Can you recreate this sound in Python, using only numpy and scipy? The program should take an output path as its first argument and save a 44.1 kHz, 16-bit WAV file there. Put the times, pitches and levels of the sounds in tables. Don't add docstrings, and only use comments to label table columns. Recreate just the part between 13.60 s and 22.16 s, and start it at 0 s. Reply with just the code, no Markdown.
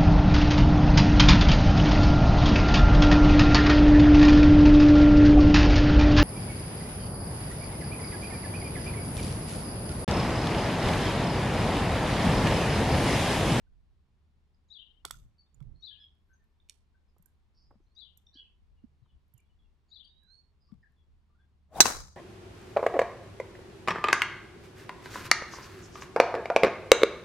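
import sys
import numpy as np
from scipy import signal
from scipy.io import wavfile

SR = 44100
rng = np.random.default_rng(int(sys.argv[2]) if len(sys.argv) > 2 else 0)


def gain_from_db(level_db):
    decades = np.asarray(level_db, float) / 20
    return 10 ** decades


def generate_wav(signal):
    frames = np.transpose(np.atleast_2d(signal))
    scaled = np.clip(frames, -1, 1) * 32767
    pcm = np.round(scaled).astype(np.int16)
    wavfile.write(sys.argv[1], SR, pcm)


N = 377496
TIME = np.arange(N) / SR

# frequency in Hz, level in dB per Hz.
AIR_SPECTRUM = [(59, -33), (100, -9.5), (129, -13), (210, -2), (244, -10.5), (328, -12), (424, -12),
                (471, -19), (1010, -15.5), (1230, -19.5), (4020, -25.5), (6700, -35), (11000, -40.5),
                (16000, -54)]
# frequency in Hz, correlation from -1 to 1.
AIR_LIKENESS = [(60, 0.94), (130, -0.18), (290, 1), (640, 0.69), (1410, 0.2), (3100, 0.15), (6820, 0.6),
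                (15000, 0.3)]
# time in seconds, level in dB.
TRAFFIC = [(0, -72.5), (.2, -68.5), (.7, -65), (1.24, -73), (2.5, -66.5), (2.95, -72), (3.74, -67.5),
           (4.07, -73), (4.65, -67.5), (5.0, -76.5), (5.29, -63), (5.6, -70), (6.5, -70), (7.4, -67),
           (7.75, -66.5), (8.56, -57)]
# peak in seconds, half length in seconds, level in dB,
# rumble over gust in dB, left minus right in dB.
BUFFETS = [(0.165, 0.28, -64, -23, -4), (1.576, 0.22, -56.5, 1, 0.5), (2.077, 0.17, -54.5, -2.5, -20.5),
           (4.14, 0.24, -67, -1, 1), (5.1, 0.25, -63.5, -19, 4.5), (5.557, 0.044, -59, -15.5, 9.5),
           (5.992, 0.2, -71.5, -7.5, 11.5), (7.156, 0.087, -67.5, 8.5, 7.5), (7.547, 0.1, -66.5, -12, -12),
           (8.226, 0.099, -55, 16.5, -9), (8.369, 0.18, -49.5, -0.5, 0.5)]
ENGINE_HZ, ENGINE_DB = 73.6, 7
BREEZE_DB, RUMBLE_DB, AIR_DB = -69.5, -7.5, -79.5

# start in seconds, length in seconds, frequency in Hz, slide in Hz, level in dB.
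COOS = [(0.064, 0.017, 1476, 80, -78), (2.305, 0.043, 1696, -41, -72.5), (2.371, 0.056, 1725, -59, -75.5),
        (2.689, 0.072, 1531, 18, -71.5), (2.782, 0.071, 1836, -91.5, -81.5), (3.343, 0.024, 1525, 18, -76),
        (3.656, 0.01, 1570, 1.5, -72), (4.73, 0.087, 1703, -140, -76.5), (6.623, 0.039, 1724, -240, -79),
        (6.673, 0.053, 1440, 181, -74), (7.087, 0.03, 1172, -8, -72.5), (7.228, 0.032, 1897, -370, -62.5),
        (7.691, 0.04, 1185, -1, -77), (7.745, 0.032, 1403, 32.5, -74.5), (7.787, 0.039, 1520, 130, -70.5)]
# start in seconds, length in seconds, frequency in Hz, level in dB.
CHIPS = [(.94, 0.017, 4960, -82.5), (1.085, 0.017, 3980, -71), (1.781, 0.037, 4580, -62.5),
         (3.0, .011, 3580, -72.5), (3.48, .03, 5130, -83.5), (4.352, 0.018, 4850, -64.5),
         (4.553, .018, 3010, -76), (4.665, .014, 5680, -70), (4.667, 0.0087, 3610, -59.5),
         (4.74, 0.017, 5630, -70.5), (6.285, 0.037, 6820, -81), (6.442, 0.021, 4640, -57.5),
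         (6.444, 0.02, 9200, -83), (8.152, 0.01, 3750, -52.5)]
# start in seconds, length in seconds, frequency in Hz, level in dB.
BUZZES = [
    (1.08, 0.035, 6700, -83.5),
    (2.201, 0.044, 5730, -82),
    (6.282, .067, 4480, -75.5),
]
# start in seconds, length in seconds, frequency in Hz, slide in Hz, level in dB.
STRANDS = [(1.097, .025, 5180, 99, -80.5), (1.102, 0.034, 6600, 2, -83), (1.133, 0.012, 4200, 599, -62.5),
           (2.255, 0.011, 4100, 798, -47.5), (4.403, 0.011, 4200, 749, -55),
           (6.342, 0.013, 4180, 749, -56.5), (3.94, 0.19, 5180, -180, -75),
           (3.941, 0.13, 4560, 148.5, -75.5), (3.944, 0.091, 5500, 59, -79.5),
           (4.006, 0.028, 6130, 0.5, -88), (4.212, .06, 6130, -78, -93), (4.26, 0.037, 4040, 299.5, -86.5),
           (7.001, .065, 4970, 0, -75), (7.04, 0.058, 4650, -120, -81.5), (7.06, 0.058, 5300, 0, -85),
           (7.06, 0.046, 4920, -49, -81.5), (7.218, .03, 4950, 120, -90), (4.83, 0.084, 2640, 50, -76)]
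# start in seconds, length in seconds, frequency in Hz, level in dB.
PIPES = [
    (1.86, .027, 3590, -82),
    (2.731, 0.021, 6260, -74.5),
    (4.347, 0.026, 6070, -79),
]
# start in seconds, length in seconds, frequency in Hz,
# slide in Hz, level in dB.
SWOOPS = [(2.141, 0.2, 4210, 351.5, -72.5), (2.392, 0.064, 5090, 66, -74), (4.297, 0.046, 4330, -100, -86),
          (4.73, 0.047, 4410, 448, -65), (4.755, 0.053, 4520, -23.5, -68), (4.724, 0.063, 3950, 229, -64.5),
          (4.752, 0.034, 3020, 380.5, -57.5), (4.765, .06, 3317, -32, -55), (4.774, 0.071, 3114, -200, -55),
          (5.42, .05, 4160, -560, -90), (5.47, 0.069, 3620, -450, -84), (5.447, .035, 3250, -250, -85),
          (5.481, 0.043, 3000, -56.5, -79), (5.738, 0.057, 3190, -280, -81.5),
          (5.768, 0.045, 2840, -19, -77), (5.986, .03, 3460, -230, -79), (6.036, .045, 2885, -250, -86)]
# start in seconds, length in seconds, frequency in Hz, level in dB.
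CHIRPS = [(2.29, 0.023, 2590, -78), (2.34, 0.048, 2600, -77.5), (2.38, 0.087, 3495, -57.5),
          (5.155, 0.067, 2960, -85), (5.794, .013, 2350, -73), (5.85, .025, 3400, -86),
          (5.895, .032, 3000, -80), (6.03, 0.023, 3400, -83), (7.36, .075, 3500, -81.5),
          (7.79, 0.049, 3500, -83)]
# start in seconds, length in seconds, frequency in Hz, level in dB.
INSECT = [(2.551, 0.52, 11380, -96.5)]
# time in seconds, frequency in Hz, level in dB.
GLIDE = [
    (6.481, 3700, -74),
    (6.66, 3940, -76.5),
    (6.714, 4164, -64.5),
    (6.755, 4410, -68.5),
    (6.79, 4350, -69),
    (6.829, 4300, -90),
]
COO_BUZZ_HZ, SWOOP_BUZZ_HZ, STRAND_BUZZ_HZ = 21.3, 90, 150

# start in seconds, level in dB, pitch factor, left minus right in dB,
# level of the last strokes in dB.
CALLS = [
    (1.1, -54.5, 1.008, 13.5, 4.5),
    (2.222, -50, 1.032, 13, -3),
    (4.363, -58, 1.017, 18, -5),
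    (6.312, -57.5, 1.027, 15.5, -3),
]
# start in seconds, length in seconds, start Hz, end Hz, level in dB.
STROKES = [
    (0, .04, 3520, 4020, 0),
    (0.041, .032, 3800, 3280, -0.5),
    (0.081, .036, 2858, 3200, -5.5),
    (.09, .014, 3300, 3800, -8),
    (0.113, .03, 2640, 3000, -13.5),
]
STROKE_EASE, STROKE_ROUND = 1.7, .8
STEP_HZ = -71.5

# frequency in Hz, level in dB, 60 dB decay in seconds.
KNOCK_MODES = [(1315, 8, 0.011), (1046, -7.5, 0.021)]
# start in seconds, peak in dB, left minus right in dB.
KNOCKS = [
    (1.449, -43.5, 11),
    (1.451, -40.5, -12),
    (1.508, -38, -6.5),
    (2.004, -73, -23),
    (7.117, -73.5, 10.5),
]
# start in seconds, peak in dB, frequency in Hz,
# left minus right in dB.
SLAPS = [
    (1.482, -56, 1320, 25.5),
    (1.542, -50.5, 1400, 18),
]
# frequency in Hz, level in dB.
IRON_MODES = [(2170, -4.5), (3400, 3), (4310, -3), (5080, -7.5), (5650, -2.5), (6900, -4), (7900, 2.5),
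              (9270, -8.5), (11200, -10.5), (12500, -16), (13500, -16)]
# start in seconds, peak in dB, tilt in dB per octave, left minus
# right in dB.
IRONS = [(1.4512, -34.5, 0.5, -12), (1.462, -55.5, -4, 6), (1.509, -32.5, 0.5, -4), (1.521, -58, -6, 3),
         (2.004, -76, -8.5, -23), (2.026, -75, -9, -17.5), (7.119, -81, -11.5, 6.5), (7.141, -79.5, -6, 11)]
# frequency in Hz, level in dB.
WEDGE_MODES = [(2360, 1), (2980, -0.5), (3590, 3), (4370, 2.5), (5710, 4.5), (6800, 3.5), (7900, 1.5),
               (8300, -2), (9200, 1), (10200, -6), (11400, -9), (12700, -16)]
# start in seconds, peak in dB, tilt in dB per octave, left minus right in dB.
WEDGES = [
    (3.088, -66, -6, -1),
    (3.096, -45, 0.5, -11.5),
    (3.106, -63, -9, 2),
]
# frequency in Hz, level in dB.
CLINK_MODES = [(7050, -2), (8600, -5.5), (10200, -0.5), (11900, -6.5), (12600, 4), (14000, -12)]
# start in seconds, peak in dB, tilt in dB per octave, left minus right in dB.
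CLINKS = [(1.944, -69.5, -35, -18), (3.582, -71.5, -0.5, -21), (3.624, -69, 9.5, -23),
          (3.658, -64, 11, -30.5), (4.573, -56, 3, -20), (5.738, -66, 17, -21), (5.778, -64, -12, -20),
          (5.802, -74.5, -14, -19), (6.633, -74, 0, -6), (2.24, -82, 0, 0), (2.45, -82, 5, 0),
          (2.55, -84, 5, -0.5), (2.84, -81.5, 7.5, -2), (4.11, -83, 5, 2), (5.68, -81.5, 7.5, -1),
          (7.32, -81.5, 0, 1)]
IRON_T60_S, CLINK_T60_S = .011, .016
UNEVEN_DB, DETUNE = 1.5, .006

# start in seconds, peak in dB,
# frequency in Hz, puff in dB, left minus right in dB.
THUDS = [(1.449, -49.5, 322, 8, 1), (2.009, -40, 135, -31.5, -25.5), (2.062, -42.5, 118, -52, -23.5),
         (3.564, -66.5, 424, 0.5, -4), (3.595, -53, 170, -20.5, 2), (4.108, -54.5, 300, -2, -4.5),
         (4.124, -58, 520, -6.5, 2), (4.14, -56.5, 570, -14, 5), (4.153, -50.5, 210, -21, 6),
         (4.201, -55, 335, -21, 2.5), (4.753, -48.5, 271, -37, 3), (5.238, -44, 236, -37, -24),
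         (5.417, -53.5, 118, -41, 23), (5.458, -65.5, 173, -6, 8.5), (5.738, -51, 119, -32, -16),
         (7.121, -40, 205, -37, 21), (7.138, -52, 150, -20, 10)]

STRIKE_S, SWING_S = 8.2043, .135
SHED_HZ, SHED_SAG_HZ_PER_S2 = 791, 23000
WHOOSH_DB, WHOOSH_SAG_DB_PER_S2 = -37, 3501
HISS_DB, HISS_SAG_DB_PER_S2 = -48, 4498.5
HISS_SHADE_S, HISS_SHADE_DB = 0.019, -13.5

# frequency in Hz, level in dB, 60 dB decay in seconds.
HEAD_MODES = [(3500, -27, 0.08), (3996, -10, 0.059), (4200, -13, .05), (4640, -10.5, 0.029),
              (5560, -7.5, 0.036), (6080, 0, 0.03), (6055, 1.5, 0.041), (6360, -15, 0.068),
              (6970, -13, .038), (8020, -9, 0.044), (8250, -16.5, .05), (9700, -21, 0.024),
              (11600, -20.5, .04), (13050, -11, .025)]
# frequency in Hz, left minus right in dB.
HEAD_SIDE = [(3000, -3.5), (4000, -13), (5400, -9.5), (6100, -1.5), (7900, -12), (12000, -1)]
# frequency in Hz, level in dB, 60 dB decay in seconds.
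BALL_MODES = [(376, -13, 0.03), (814, -10, 0.027), (1093, -9, 0.0067), (1515, -25, 0.077),
              (2580, -7, 0.016)]
# frequency in Hz, level in dB per Hz.
CRACK_SPECTRUM = [(88, -36), (150, -13.5), (1660, -5.5), (2310, -10), (3620, -17), (3920, -4), (5150, -5),
                  (5910, -1.5), (9000, -16), (13000, -17.5), (16000, -24)]
# delay in seconds, level in dB, upper edge in Hz, left minus right in dB.
ECHOES = [
    (0.0514, -15, 1500, 4),
    (0.0524, -15, 1800, 9.5),
    (.0535, -12.5, 2000, 10.5),
    (.051, -32, 15200, 20),
    (.057, -56, 11000, 11),
    (.062, -31.5, 10700, 23),
]
# frequency in Hz, level in dB per Hz.
SCATTER_SPECTRUM = [(59, -34), (100, -12.5), (283, -5.5), (502, -8), (621, -9.5), (1250, -3.5),
                    (2630, -13.5), (3600, -20.5), (3940, -20.5), (4290, -16.5), (6150, -14.5), (7450, -13),
                    (16000, -25.5)]
# frequency in Hz, 60 dB decay in seconds.
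SCATTER_T60 = [(100, 0.23), (700, 0.45), (2000, 0.37), (3000, 0.32), (4000, 0.48), (6000, 0.52),
               (9000, 0.37), (16000, .36)]
# frequency in Hz, width in Hz, level in dB,
# 60 dB decay in seconds.
HANGING_RING = [(4000, 70, -37, 0.42), (4690, 90, -47, .6), (5540, 110, -38.5, .45),
                (6160, 64, -39.5, 0.44), (6260, 100, -44, .6), (7100, 83, -49, 0.3), (8100, 55, -58, 0.35)]
CONTACT_S, PUSH = .00036, 1.5
PORT_LAG = 2
RING_FROM_DB, RING_TO_DB, RING_SWING_S = 10.5, -6, 0.0029
RING_DB, SHADED_AT_S, SHADE_S, SHADE_DB = 3.5, .034, .006, -10.5
BLOOM_DB, BLOOM_S = -10, .0055


def rms_one(x):
    return x / np.sqrt(np.mean(x ** 2) + 1e-20)


def at_hz(points, hz):
    points = np.array(points)
    return np.interp(np.log(hz), np.log(points[:, 0]), points[:, 1])


def band(x, low_hz, high_hz, order=2):
    edges = [low_hz, min(high_hz, .45 * SR)]
    return signal.sosfilt(signal.butter(order, edges, "band", fs=SR, output="sos"), x)


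def pan(x, db):
    return x * gain_from_db(np.array([[db / 2], [-db / 2]]))


def add(out, x, s):
    i = round(s * SR)
    out[:, i:i + x.shape[1]] += x[:, :N - i]


def dying(length, t60):
    return gain_from_db(-60 * np.arange(length) / SR / t60)


def bank(length, spectrum, likeness, t60s=None):
    out = 0
    edges = 90 * 2 ** (np.arange(24) / 3)
    white = rng.standard_normal((2, 2, length))
    for k, (low, high) in enumerate(zip(edges, edges[1:])):
        mid, side = band(white[k % 2], low, high)
        hz = np.sqrt(low * high)
        alike = np.clip(at_hz(likeness, hz), -1, 1)
        noise = np.sqrt(1 + alike) * mid + np.sqrt(1 - alike) * side * [[1], [-1]]
        decay = dying(length, at_hz(t60s, hz)) if t60s else 1
        out = out + gain_from_db(at_hz(spectrum, hz)) * noise * decay
    return out


def ring(modes, length, face_s=0):
    t = np.arange(length) / SR
    hz, db, t60 = np.transpose(modes)[:, :, None]
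    rise = 1 - np.exp(-t / (face_s + 1e-5))
    return gain_from_db(db - 60 * t / t60) * np.sin(2 * np.pi * hz * t) * rise


def trees(x, wet_db, t60, lumpy_db, top_hz=9000):
    length = int(.6 * SR)
    lumps = np.repeat(rng.standard_normal((2, length // 100 + 1)), 100, axis=1)[:, :length]
    tail = band(rng.standard_normal((2, length)), 370, top_hz, order=1)
    tail = tail * dying(length, t60) * gain_from_db(lumpy_db * lumps)
    tail = tail * np.clip(np.arange(length) / SR / 0.01, 0, 1)
    tail = rms_one(tail) / np.sqrt(length)
    return x + gain_from_db(wet_db) * signal.fftconvolve(x, tail, axes=1)[:, :x.shape[1]]


def background():
    noise = rng.standard_normal((7, N))
    gust = rms_one(band(noise[0] + 3.3 * noise[1:3], 18, 60))
    engine_hz = ENGINE_HZ + 4.1 * rms_one(band(noise[3], 2.5, 15, order=1))
    engine = gain_from_db(ENGINE_DB) * np.sin(2 * np.pi * np.cumsum(engine_hz) / SR)
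    rumble = rms_one(band(noise[4] + .5 * noise[5:], 55, 140))
    traffic = gain_from_db(np.interp(TIME, *np.transpose(TRAFFIC)) + RUMBLE_DB)
    gusting, rumbling = gain_from_db(BREEZE_DB), traffic
    for s, half_s, db, rumble_db, side_db in BUFFETS:
        shape = np.cos(np.pi / 2 * np.clip((TIME - s) / half_s, -1, 1)) ** 2
        swell = pan(gain_from_db(db) * shape, side_db)
        gusting = gusting + swell
        rumbling = rumbling + gain_from_db(rumble_db + RUMBLE_DB) * swell
    air = gain_from_db(AIR_DB) * rms_one(bank(N, AIR_SPECTRUM, AIR_LIKENESS))
    return gusting * gust + rumbling * rumble + traffic * engine + air


def notes():
    rows = []
    for table, buzz_hz in [(COOS, COO_BUZZ_HZ), (SWOOPS, SWOOP_BUZZ_HZ), (STRANDS, STRAND_BUZZ_HZ)]:
        rows += [(s, length, hz, hz + slide_hz, db, buzz_hz) for s, length, hz, slide_hz, db in table]
    # slide in Hz per s, buzz in Hz
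    habits = [(CHIRPS, -3300, 31), (CHIPS, -4500, 64), (PIPES, 3600, 23), (BUZZES, -900, 270), (INSECT, 240, 4.4)]
    for table, slide, buzz_hz in habits:
        rows += [(s, length, hz, hz + slide * length, db, buzz_hz) for s, length, hz, db in table]
    return rows


def whistle(rows):
    s, hz, db = np.transpose(rows)
    t = np.arange(s[0], s[-1], 1 / SR)
    edge = np.clip(np.minimum(t - s[0], s[-1] - t) / 0.0033, 0, 1)
    tone = np.sin(2 * np.pi * np.cumsum(np.interp(t, s, hz)) / SR)
    return np.sqrt(2) * edge * gain_from_db(np.interp(t, s, db)) * tone


def birds():
    out = np.zeros((2, N))
    add(out, pan(whistle(GLIDE), -14.0), GLIDE[0][0])
    for start, ratio, db in [(1, 3 / 2, -27), (2, 2, -25)]:
        overtone = whistle(np.array(GLIDE[start:]) * [1, ratio, 1])
        add(out, pan(gain_from_db(db) * overtone, -7.5), GLIDE[start][0])
    rows = notes()
    chance = rng.standard_normal((len(rows), 80))
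    for (s, length, start_hz, end_hz, db, buzz_hz), (side, *flutter) in zip(rows, chance):
        t = np.arange(int(length * SR)) / SR
        uneven = np.interp(t / 0.0023, np.arange(79), flutter)
        buzz_phase = 2 * np.pi * np.cumsum(buzz_hz * (1 + .25 * uneven)) / SR
        buzz = 1 + min(buzz_hz / 250, 1.3) * np.cos(buzz_phase)
        hz = start_hz + (end_hz - start_hz) * t / length + .25 * buzz_hz * uneven[::-1]
        swell = np.sin(np.pi * (t / length) ** 0.8) ** 1.1
        note = gain_from_db(db + 4.16 * uneven) * buzz * swell * np.sin(2 * np.pi * np.cumsum(hz) / SR)
        add(out, pan(note, 3 * side), s)
    return trees(out, -6.0, .3, 4.5)


def calls():
    out = np.zeros((2, N))
    for s, db, pitch, side_db, last_db in CALLS:
        call = np.zeros((2, SR))
        for start, length, start_hz, end_hz, stroke_db in STROKES:
            u = np.arange(int(length * SR)) / (length * SR)
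            hz = pitch * (end_hz + (start_hz - end_hz) * (1 - u) ** STROKE_EASE)
            hz = hz + STEP_HZ * np.sin(4 * np.pi * u) * (start_hz > end_hz)
            swell = np.sqrt(2) * np.sin(np.pi * u) ** STROKE_ROUND
            tone = swell * np.sin(2 * np.pi * np.cumsum(hz) / SR)
            level_db = db + stroke_db + last_db * (start > .07)
            add(call, pan(gain_from_db(level_db) * tone, side_db), start)
        add(out, trees(call, -3, .34, 6.5, top_hz=2500), s)
    return out


def struck(modes, rows, middle_hz, t60, face_s, grit_db):
    out, length = np.zeros((2, 2, N)), int(0.041 * SR)
    hz, level_db = np.transpose(modes)
    rise = 1 - np.exp(-np.arange(length) / SR / face_s)
    for s, db, tilt_db, side_db in rows:
        uneven, off = rng.standard_normal((2, len(modes)))
        strengths = level_db + tilt_db * np.log2(hz / middle_hz) + UNEVEN_DB * uneven
        blow_modes = np.transpose([hz * (1 + DETUNE * off), strengths, t60 + 0 * hz])
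        rings = ring(blow_modes, length, face_s).T @ np.sign(off)
        grit = band(rng.standard_normal(length), 0.85 * hz[0], 0.99 * hz[-1], order=4)
        grit = grit * (dying(length, 0.00998) + gain_from_db(-13.5) * dying(length, 0.044))
        add(out[0], pan(gain_from_db(db) * rings, side_db), s)
        add(out[1], pan(gain_from_db(db + grit_db) * grit * rise, side_db), s)
    return out


def ticks():
    knocks = np.zeros((2, N))
    knock = ring(KNOCK_MODES, int(0.035 * SR), face_s=0.00017).sum(axis=0)
    for s, db, side_db in KNOCKS:
        add(knocks, pan(gain_from_db(db - 0.5) * knock, side_db), s)
    for s, db, hz, side_db in SLAPS:
        slap = ring([(hz, 6, .022)], len(knock), face_s=.003)[0]
        add(knocks, pan(gain_from_db(db) * slap, side_db), s)
    irons = struck(IRON_MODES, IRONS, 4900, IRON_T60_S, face_s=.0003, grit_db=-0.5)
    wedges = struck(WEDGE_MODES, WEDGES, 5100, IRON_T60_S, face_s=0.00074, grit_db=-1.0)
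    clinks = struck(CLINK_MODES, CLINKS, 9430, CLINK_T60_S, face_s=0.0017, grit_db=0.0)
    rings, grit = irons + wedges + clinks
    sent = grit + gain_from_db(-12) * rings + gain_from_db(-9.5) * knocks
    return knocks + rings + grit - sent + trees(sent, -10, 0.33, 3.3)


def thuds():
    out, length = np.zeros((2, N)), int(.15 * SR)
    for s, db, hz, puff_db, side_db in THUDS:
        cycles = np.arange(length) / SR * hz
        push = 1.95 * cycles ** 2 * np.exp(-1.5 * cycles) * np.sin(2 * np.pi * cycles)
        noise = 4.5 * rng.standard_normal(length) * dying(length, .04)
        puff = gain_from_db(puff_db) * band(noise, 350, 1250, order=4)
        add(out, pan(gain_from_db(db) * (push + puff), side_db), s)
    return out


def swing():
    t = TIME[(TIME > STRIKE_S - SWING_S) & (TIME < STRIKE_S)]
    left = STRIKE_S - t
    lowpass = signal.butter(2, 120, fs=SR, output="sos")
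    wobble = signal.sosfilt(lowpass, rng.standard_normal((2, len(t))))
    phase = 2 * np.pi * np.cumsum(SHED_HZ - SHED_SAG_HZ_PER_S2 * left ** 2) / SR
    shed = rms_one(wobble[0] * np.cos(phase) + wobble[1] * np.sin(phase))
    hum = shed + .5 * rms_one(band(rng.standard_normal(len(t)), 180, 980))
    hum_db = WHOOSH_DB - WHOOSH_SAG_DB_PER_S2 * left ** 2
    hiss = rms_one(band(rng.standard_normal((2, len(t))), 1500, 11000, order=1))
    shade_db = HISS_SHADE_DB * np.clip(1 - left / HISS_SHADE_S, 0, 1)
    hiss_db = HISS_DB - HISS_SAG_DB_PER_S2 * left ** 2 + shade_db
    out = np.zeros((2, N))
    add(out, pan(gain_from_db(hum_db) * hum, 4.2) + gain_from_db(hiss_db) * hiss, t[0])
    return out


def head_shell(t):
    side = at_hz(HEAD_SIDE, np.array(HEAD_MODES)[:, 0])
    shell = gain_from_db(-3.0) * gain_from_db(np.outer([.5, -.5], side)) @ ring(HEAD_MODES, len(t), face_s=0.00017)
    swung_db = RING_TO_DB + (RING_FROM_DB - RING_TO_DB) * np.exp(-t / RING_SWING_S)
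    shade_db = SHADE_DB * np.clip((t - SHADED_AT_S) / SHADE_S, 0, 1)
    level_db = RING_DB + BLOOM_DB * np.exp(-t / BLOOM_S) + shade_db
    return shell * gain_from_db(level_db + swung_db * [[.5], [-.5]])


def tree_line(out, t):
    length = len(t)
    scatter = bank(length, SCATTER_SPECTRUM, [(200, 0.94), (1000, 0.15), (8000, 0.083)], SCATTER_T60)
    swell = np.clip((t - .035) / 0.019, .25, 1)
    trunks = t[::150]
    lumps = gain_from_db(2.5 * np.interp(t, trunks, rng.standard_normal(len(trunks))))
    add(out, gain_from_db(-32.5) * rms_one(scatter) * swell * lumps * gain_from_db([[1.5], [-1.5]]), STRIKE_S)
    for hz, width_hz, db, t60 in HANGING_RING:
        noise = rng.standard_normal((2, length))
        line = rms_one(band(noise, hz - width_hz / 2, hz + width_hz / 2))
        line = line * dying(length, t60) * np.clip(t / 0.017, 0, 1)
        add(out, gain_from_db(db) * line, STRIKE_S + 0.035)


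def strike():
    out, length = np.zeros((2, N)), int(.4 * SR)
    t = np.arange(length) / SR
    shell = head_shell(t)
    step = PUSH * np.sin(np.pi * np.clip(t / CONTACT_S, 0, 1)) ** 2
    ball = pan(ring(BALL_MODES, length).sum(axis=0), 3.6)
    crack = rms_one(bank(length, CRACK_SPECTRUM, [(200, 0.077), (2000, -0.21), (8000, -.2)]))
    crack = crack * (gain_from_db(5.5) * dying(length, 0.02) + gain_from_db(-20) * dying(length, 0.15))
    push = step + ball
    push[0] = np.roll(push[0], PORT_LAG)
    shell[0] = np.roll(shell[0], PORT_LAG)
    released = np.clip(t / CONTACT_S - .6, 0, 1)
    blow = push + (shell + crack) * released
    blow = band(blow, 320, 22000, order=1)
    add(out, blow, STRIKE_S)
    for delay, db, top_hz, side_db in ECHOES:
        heard = step + .4 * ball if top_hz < 3000 else blow
        echo = band(heard.mean(axis=0), 320, top_hz)
        add(out, gain_from_db(db) * pan(echo, side_db), STRIKE_S + delay)
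    tree_line(out, t)
    return out


def scene():
    return background() + birds() + calls() + ticks() + thuds() + swing() + strike()


def roll_off(x):
    return signal.sosfilt(signal.butter(12, 16720, fs=SR, output="sos"), x)


def record(dry):
    held = .76 * np.tanh(dry / .76)
    lowpass = signal.ellip(8, .5, 60, 16100, fs=SR, output="sos")
    mix = signal.sosfilt(lowpass, held)
    return roll_off(mix)


dry = scene()
out = record(dry)
generate_wav(out)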